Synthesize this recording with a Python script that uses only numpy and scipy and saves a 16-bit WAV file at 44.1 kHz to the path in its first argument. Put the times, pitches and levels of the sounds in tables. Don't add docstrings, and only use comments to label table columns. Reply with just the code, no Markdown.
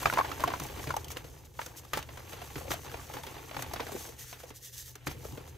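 import sys
import numpy as np
from scipy import signal
from scipy.fft import rfft, irfft, next_fast_len
from scipy.io import wavfile

SR = 44100
rng = np.random.default_rng(int(sys.argv[2]) if len(sys.argv) > 2 else 0)


def master_out(mix):
    frames = np.transpose(np.atleast_2d(mix))
    ceiling = np.clip(frames, -1, 1)
    pcm = np.round(ceiling * 32767).astype(np.int16)
    wavfile.write(sys.argv[1], SR, pcm)


N = 245637

# start in seconds, level in dB.
THUDS = [(0.047, -34), (0.441, -32.5), (0.608, -35), (0.869, -34.5), (1.928, -36.5), (1.98, -42),
         (2.558, -35), (2.701, -43), (2.859, -46), (3.141, -45), (3.569, -37), (5.066, -30.5), (5.325, -38)]
# frequency in Hz, relative density in dB per Hz.
POWDER_SPECTRUM = [(700, -28), (1300, -18), (1900, -12), (2400, -14), (3200, -7.5), (5200, -7), (6200, 0),
                   (7200, -5.5), (8400, -6.5), (10200, -11), (11200, -6), (12300, -4.5), (14000, -8.5),
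                   (15700, -6)]


def from_db(db):
    return 10 ** (np.asarray(db) / 20)


def rms_one(x):
    return x / np.sqrt(np.mean(x ** 2) + 1e-20)


def in_time(rows):
    s, *columns = np.transpose(rows)
    return [np.interp(np.arange(N) / SR, s, c) for c in columns]


def colour(x, points, share=1):
    size = next_fast_len(N + 4096)
    hz = np.maximum(np.arange(size // 2 + 1) * SR / size, 1)
    point_hz, point_db = np.array(points).T
    db = np.interp(np.log(hz), np.log(point_hz), point_db)
    return irfft(rfft(x, size) * from_db(share * db), size)[:N]


def drift(rate_hz):
    step = 40
    r = np.exp(-2 * np.pi * rate_hz * step / SR)
    noise = rng.standard_normal(N // step + 2002)
    slow = signal.lfilter([1], [1, -2 * r, r * r], noise)[2000:]
    return np.interp(np.arange(N) / step, np.arange(len(slow)), rms_one(slow))


def ring(clicks, hz, t60):
    r = from_db(-60 / (t60 * SR))
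    w = 2 * np.pi * min(hz, 15000) / SR
    return signal.lfilter([0, np.sin(w)], [1, -2 * r * np.cos(w), r * r], clicks + 1e-18)


def soft_ring(clicks, hz, cycles):
    slope = np.diff(clicks, prepend=0) * SR / (2 * np.pi * hz)
    once = ring(slope, hz, cycles / hz)
    return ring(once, hz, cycles / hz) * 2 * np.e * np.log(1000) * hz / (cycles * SR)


def grains(per_s, spread_db):
    sizes = from_db(spread_db * np.minimum(rng.exponential(1, N), 5))
    signs = rng.choice([-1, 1], N)
    return sizes * signs * (rng.random(N) < per_s / SR)


def following(squeeze_db, level_db, share):
    middling_db = -52
    return level_db + share * (squeeze_db - middling_db)


def shaking(squeeze_db):
    room_db, shake_db, shake_follows = -60, -54.5, 0.67
    jolt_db, swell_s, settle_s = -14.5, 0.027, 0.27
    t = np.arange(N) / SR
    power = from_db(room_db) ** 2 + from_db(following(squeeze_db, shake_db, shake_follows)) ** 2
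    for s, db in THUDS:
        swell = np.clip((t - s) / swell_s, 0, 1)
        power += from_db(db + jolt_db) ** 2 * swell * np.exp(-np.abs(t - s) / settle_s)
    return 10 * np.log10(power)


def rumble_and_hum(rumble_db):
    # frequency in Hz, relative density in dB per Hz.
    rumble_spectrum = [(20, -35), (35, -10.5), (52, -4), (78, 3), (100, -5.5), (145, -4.5), (190, -19.5),
                       (520, -14.5), (640, -40), (900, -44), (1300, -46)]
    hum_hz, hum_db = 121.2, -59
    low = rms_one(colour(rng.standard_normal(N), rumble_spectrum))
    phase = 2 * np.pi * hum_hz * np.arange(N) / SR + 0.39 * drift(3.9)
    hum = np.sqrt(2) * np.sin(phase)
    return from_db(rumble_db) * low + from_db(hum_db + 1.1 * drift(6.0)) * hum


def thuds():
    # frequency in Hz, level in dB, 60 dB fall of one resonance pass in seconds.
    table_modes = [(86.5, -4, 0.096), (138, 3.5, 0.071), (295.5, -1, 0.054)]
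    blows = np.zeros(N)
    for s, db in THUDS:
        blows[round(s * SR)] = from_db(db - 7.0)
    return sum(from_db(db) * soft_ring(blows, hz, t60 * hz) for hz, db, t60 in table_modes)


def swells():
    # middle in seconds, length in seconds, peak level in dB.
    rubs = [(0.033, 0.45, -47.5), (0.42, 0.13, -54), (0.653, 0.088, -52), (0.826, 0.23, -50.5),
            (1.115, 0.053, -48), (1.18, 0.033, -53), (1.27, 0.07, -60), (1.455, 0.027, -55.5),
            (1.63, 0.17, -52.5), (1.783, 0.052, -45.5), (1.966, 0.097, -47.5), (2.323, 0.13, -52.5),
            (2.455, 0.16, -57.5), (2.593, 0.092, -51), (2.721, 0.063, -40), (2.82, 0.12, -58),
            (3.16, .14, -51), (3.6, 0.084, -49), (3.924, .05, -50), (4.015, 0.25, -47), (4.217, 0.11, -47),
            (4.299, 0.17, -49), (4.413, 0.097, -54.5), (4.49, 0.056, -56.5), (4.566, 0.063, -51),
            (4.661, 0.12, -46.5), (4.74, 0.06, -47.5), (4.794, 0.096, -42.5), (4.876, 0.13, -49.5),
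            (5.073, 0.025, -40.5), (5.111, 0.067, -49.5), (5.26, 0.17, -54), (5.493, 0.049, -62)]
    t = np.arange(N) / SR
    return sum(from_db(db) ** 2 * np.exp(-(4 * (t - s) / length) ** 2) for s, length, db in rubs)


def rubbing(squeeze_db):
    trickle_db = following(squeeze_db, level_db=-57.0, share=0.67)
    return 10 * np.log10(swells() + from_db(trickle_db) ** 2)


def powder(level_db):
    sand = rms_one(grains(9000.0, spread_db=5.0)) + 1.3 * rng.standard_normal(N)
    sand = colour(sand, POWDER_SPECTRUM)
    edges = np.geomspace(600, 17000, 12)
    patches = np.zeros(N)
    for k, band in enumerate(zip(edges, edges[1:])):
        band_filter = signal.butter(2, band, "band", fs=SR, output="sos")
        sign = (-1) ** k
        patches += sign * from_db(0.86 * drift(20.0)) * signal.sosfilt(band_filter, sand)
    return from_db(level_db + 1.2 * drift(35.0)) * rms_one(patches)


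def cup():
    hollow_hz, width_hz, level_db = 1830, 290, -20
    r, w = np.exp(-np.pi * width_hz / SR), 2 * np.pi * hollow_hz / SR
    band = rng.standard_normal(N)
    for _ in range(2):
        band = signal.lfilter([1, 0, -1], [1, -2 * r * np.cos(w), r * r], band)
    return np.sqrt(swells()) * from_db(level_db + 2.1 * drift(11.0)) * rms_one(band)


def crumbs(clicks, level_db, low_hz, high_hz, cycles):
    # frequency in Hz, relative density in dB per Hz.
    crumb_spectrum = [(110, -10), (180, -11), (289, 1.5), (595, -5), (904, 0.5), (1020, -7.5), (1110, -2.5),
                      (1240, -11), (2830, -13), (5000, -23), (6500, -49), (11000, -120)]
    rings = np.zeros(N)
    for hz in np.geomspace(low_hz, high_hz, 10):
        shaken = clicks * (rng.random(N) < .3)
        rings += soft_ring(shaken, hz, cycles) * hz
    return from_db(level_db - 2.0) * rms_one(colour(rings, crumb_spectrum))


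def grinding(coarse_db, fine_db):
    clicks = grains(700.0 * from_db(4.4 * drift(20.0)), spread_db=3.0)
    finer = clicks + 0.23 * grains(5000.0, spread_db=2.0)
    coarse = crumbs(clicks, coarse_db, 223.3, 1228, cycles=11.1)
    return coarse + crumbs(finer, fine_db, 1397, 4520, cycles=12.0)


def chips(squeeze_db):
    count, over_squeeze_db, spread_db = 55, 7.5, 3
    low_hz, high_hz, mean_split_db, mean_snap_db = 376, 2145, -14.5, -23.5
    when, size, pitch, dryness, brightness = rng.random((count, 5)).T
    s = when * (N - 1) / SR
    peak_db = squeeze_db[(s * SR).astype(int)] + over_squeeze_db - spread_db * np.log(size + 0.018)
    hz = low_hz * (high_hz / low_hz) ** pitch
    split_db = mean_split_db + 12.2 * (dryness - .5)
    snap_db = mean_snap_db + 12.8 * (brightness - .5)
    return list(zip(s, peak_db, hz, split_db, snap_db))


def cracks(breaks):
    # multiple of the pitch, level in dB, cycles for one resonance pass to fall 60 dB.
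    lump_modes = [(.65, -9.5, 5.8), (1.002, -4, 13.1), (1.35, -7, 9.8), (2.0, -16, 13)]
    # frequency in Hz, relative density in dB per Hz.
    edge_spectrum = [(700, 1), (1400, 2), (2200, -0.5), (3500, -4), (5000, -9), (9000, -28)]
    size = 3072
    t = np.arange(size) / SR
    rise = 1 - np.exp(-t / 0.00092)
    split_shape = rise * (np.exp(-t / 0.0032) + 0.31 * np.exp(-t / 0.031))
    snap_shape = rise * np.exp(-t / 0.0044)
    knock, split, snap = np.zeros((3, N + size))
    for s, peak_db, pitch_hz, split_db, snap_db in breaks:
        at = round(s * SR)
        span = slice(at, at + size)
        spray, split_noise, snap_noise = rng.standard_normal((3, size))
        clicks = .11 * spray * np.exp(-t / .012) * (rng.random(size) < 2500.0 / SR)
        clicks[30] = 1
        for multiple, db, cycles in lump_modes:
            gain = from_db(peak_db - 3.0 + db + rng.normal(0, 1.4))
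            knock[span] += gain * soft_ring(clicks, pitch_hz * multiple, cycles)
        split[span] += from_db(peak_db + split_db + 10.0) * split_noise * split_shape
        snap[span] += from_db(peak_db + snap_db + 12.5) * snap_noise * snap_shape
    return knock[:N] + colour(split[:N], edge_spectrum) + colour(snap[:N], POWDER_SPECTRUM)


def stereo(x):
    # frequency in Hz, side minus mid in dB.
    width = [(60, -23), (200, -11), (400, -4.5), (800, -3), (1400, -4), (3000, -4.5), (6500, -10),
             (9300, -7.5), (10500, -81), (15000, -46)]
    # frequency in Hz, left minus right in dB.
    tilt = [(60, -4), (110, 4.5), (200, -3), (380, 3), (700, 0.5), (1290, 0.5), (2380, -0.5), (4400, -0.5),
            (8120, 0), (15000, 0.0)]
    t = np.arange(1500) / SR
    smears = rng.standard_normal((2, len(t))) * np.exp(-t / 0.0033)
    one, other = (signal.fftconvolve(x, s / np.sqrt(np.sum(s ** 2)))[:N] for s in smears)
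    turn = 3.17 * drift(3.87)
    side = colour(one * np.cos(turn) + other * np.sin(turn), width)
    return np.array([colour(x + side, tilt, share=.5), colour(x - side, tilt, share=-.5)])


def scene():
    # time in seconds, coarse crumb level in dB, fine minus coarse in dB.
    squeeze = [(0.0, -42.5, 1), (0.17, -43, -4.5), (0.8, -47, -2.5), (0.94, -49.5, -14), (1.12, -56, -1.5),
               (1.32, -58.5, -4), (1.52, -65.5, -3.5), (1.71, -56, -6), (1.97, -61.5, -1), (2.13, -55, -4),
               (2.42, -52, 0.5), (2.56, -49, -4.5), (3.7, -50, -3), (3.95, -47.5, -4), (4.11, -55, -5.5),
               (4.34, -65.5, 12), (4.47, -59, -4), (4.58, -72.5, -5), (4.95, -69, 1), (5.15, -59.5, 1.5),
               (5.32, -53, -7), (5.57, -65, 1)]
    # start in seconds, level in dB, lump pitch in Hz,
    # dry split in dB and bright snap in dB, both relative to the level.
    lump_breaks = [(0.028, -27, 1030, -17, -11.5), (0.056, -8, 1220, -18, -35),
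                   (0.065, -22.5, 690, -29, -31), (0.098, -18, 1440, -23, -22),
                   (0.125, -21, 1020, -16, -25), (0.135, -30.5, 2430, -3, -6.5),
                   (0.172, -11.5, 974, -26, -42), (0.182, -15, 930, -22.5, -26),
                   (0.187, -10.5, 1090, -22, -48), (0.197, -15, 849, -34, -33),
                   (0.209, -16, 1097, -33, -42), (0.246, -24.5, 950, -13, -31), (0.396, -28, 960, -11, -22),
                   (0.403, -30, 635, -7.5, -9.5), (0.437, -12, 1034, -28, -24),
                   (0.475, -21, 714, -10.5, -21.5), (0.502, -25.5, 1090, -13, -23),
                   (0.536, -19, 1020, -19, -37), (0.598, -32.5, 1020, -9, -5.5),
                   (0.635, -43.5, 490, -25, 3), (0.664, -47, 910, -20, 4), (0.839, -32, 1150, -15, -25),
                   (0.871, -30, 438, -8, -28), (0.891, -31.5, 450, -8, -18), (0.904, -19, 1055, -19, -27),
                   (0.939, -25, 930, -23, -22), (0.965, -20, 830, -18, -17), (1.044, -34, 3200, -27, -10),
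                   (1.082, -34.5, 3000, -27, -10), (1.103, -34, 1340, -8.5, -12),
                   (1.116, -42, 427, -20, 4.5), (1.163, -30, 504, -15, -28), (1.169, -24, 2900, -17, -18.5),
                   (1.243, -38.5, 487, -9.5, -22), (1.59, -22, 917, -21, -39), (1.591, -27, 1500, -22, -39),
                   (1.614, -33, 1680, -7, -20), (1.661, -39.5, 500, -4.5, 0),
                   (1.849, -43.5, 1150, -11, -10), (1.933, -20.5, 1615, -6, -14.5),
                   (1.961, -36, 964, -12, -25), (1.972, -20.5, 870, -11, -15.5),
                   (1.989, -29.5, 864, -26, -15), (2.026, -30.5, 2760, -18, -17),
                   (2.089, -38, 1010, -6, -27), (2.172, -39.5, 1020, -4, -11), (2.331, -39, 458, -2.5, -11),
                   (2.416, -34, 713, -9, -17), (2.556, -33, 400, -5.5, -20), (2.579, -34.5, 980, -12, -18),
                   (2.609, -36, 523, -14, -20), (2.651, -35.5, 560, -21, -25), (2.676, -30, 517, -26, -31),
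                   (2.705, -26.5, 580, -6, -21), (2.715, -30.5, 1600, 1, -16), (2.737, -29, 674, -16, -12),
                   (2.845, -37, 890, -14.5, -18), (2.896, -40, 1590, -10, -22),
                   (2.94, -25.5, 677, -16, -33), (3.097, -32.5, 875, -26, -25),
                   (3.137, -34.5, 515, -7, -10), (3.167, -28.5, 840, -12, -26),
                   (3.234, -35, 3500, -14, -11.5), (3.266, -39, 388, 0.5, -6.5),
                   (3.511, -35, 620, -7.5, -23), (3.544, -36, 870, -4.5, -20),
                   (3.565, -24.5, 833, -13.5, -22), (3.622, -34.5, 727, -3.5, -0.5),
                   (3.735, -28.5, 700, -9, -8.5), (3.759, -33.5, 490, -2, -24),
                   (3.795, -24.5, 986, -18, -28), (3.802, -25.5, 468, -8.5, -21),
                   (3.866, -32.5, 475, -7, -17), (3.891, -33, 676, -26, -30), (3.918, -30, 414, -19, -19),
                   (3.945, -28, 378, -23, -30), (3.961, -32, 467, -15, -27), (4.051, -39.5, 705, -6.5, -23),
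                   (4.089, -36.5, 470, -16, -9.5), (4.327, -40.5, 1040, -1.5, -12),
                   (4.401, -43, 1700, -6, -9), (4.434, -36.5, 507, -14.5, -17),
                   (4.504, -38.5, 447, -8.5, -15), (4.954, -45.5, 430, -1.5, 1),
                   (5.069, -23.5, 1550, -9, -21), (5.074, -37, 352, -14, -2), (5.112, -37.5, 880, -6, -15),
                   (5.248, -30.5, 453, -16, -27), (5.374, -31.5, 446, -14.5, -22),
                   (5.475, -42.5, 493, -10, -12)]
    squeeze_db, fine_db = in_time(squeeze)
    background = rumble_and_hum(shaking(squeeze_db)) + thuds()
    fingers = powder(rubbing(squeeze_db)) + cup()
    crumbling = grinding(squeeze_db, squeeze_db + fine_db)
    breaking = cracks(lump_breaks + chips(squeeze_db))
    return stereo(background + fingers + crumbling + breaking)


def record(dry):
    low_pass = signal.cheby2(22, 75, 16050, fs=SR, output="sos")
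    return signal.sosfilt(low_pass, dry)


dry = scene()
out = record(dry)
master_out(out)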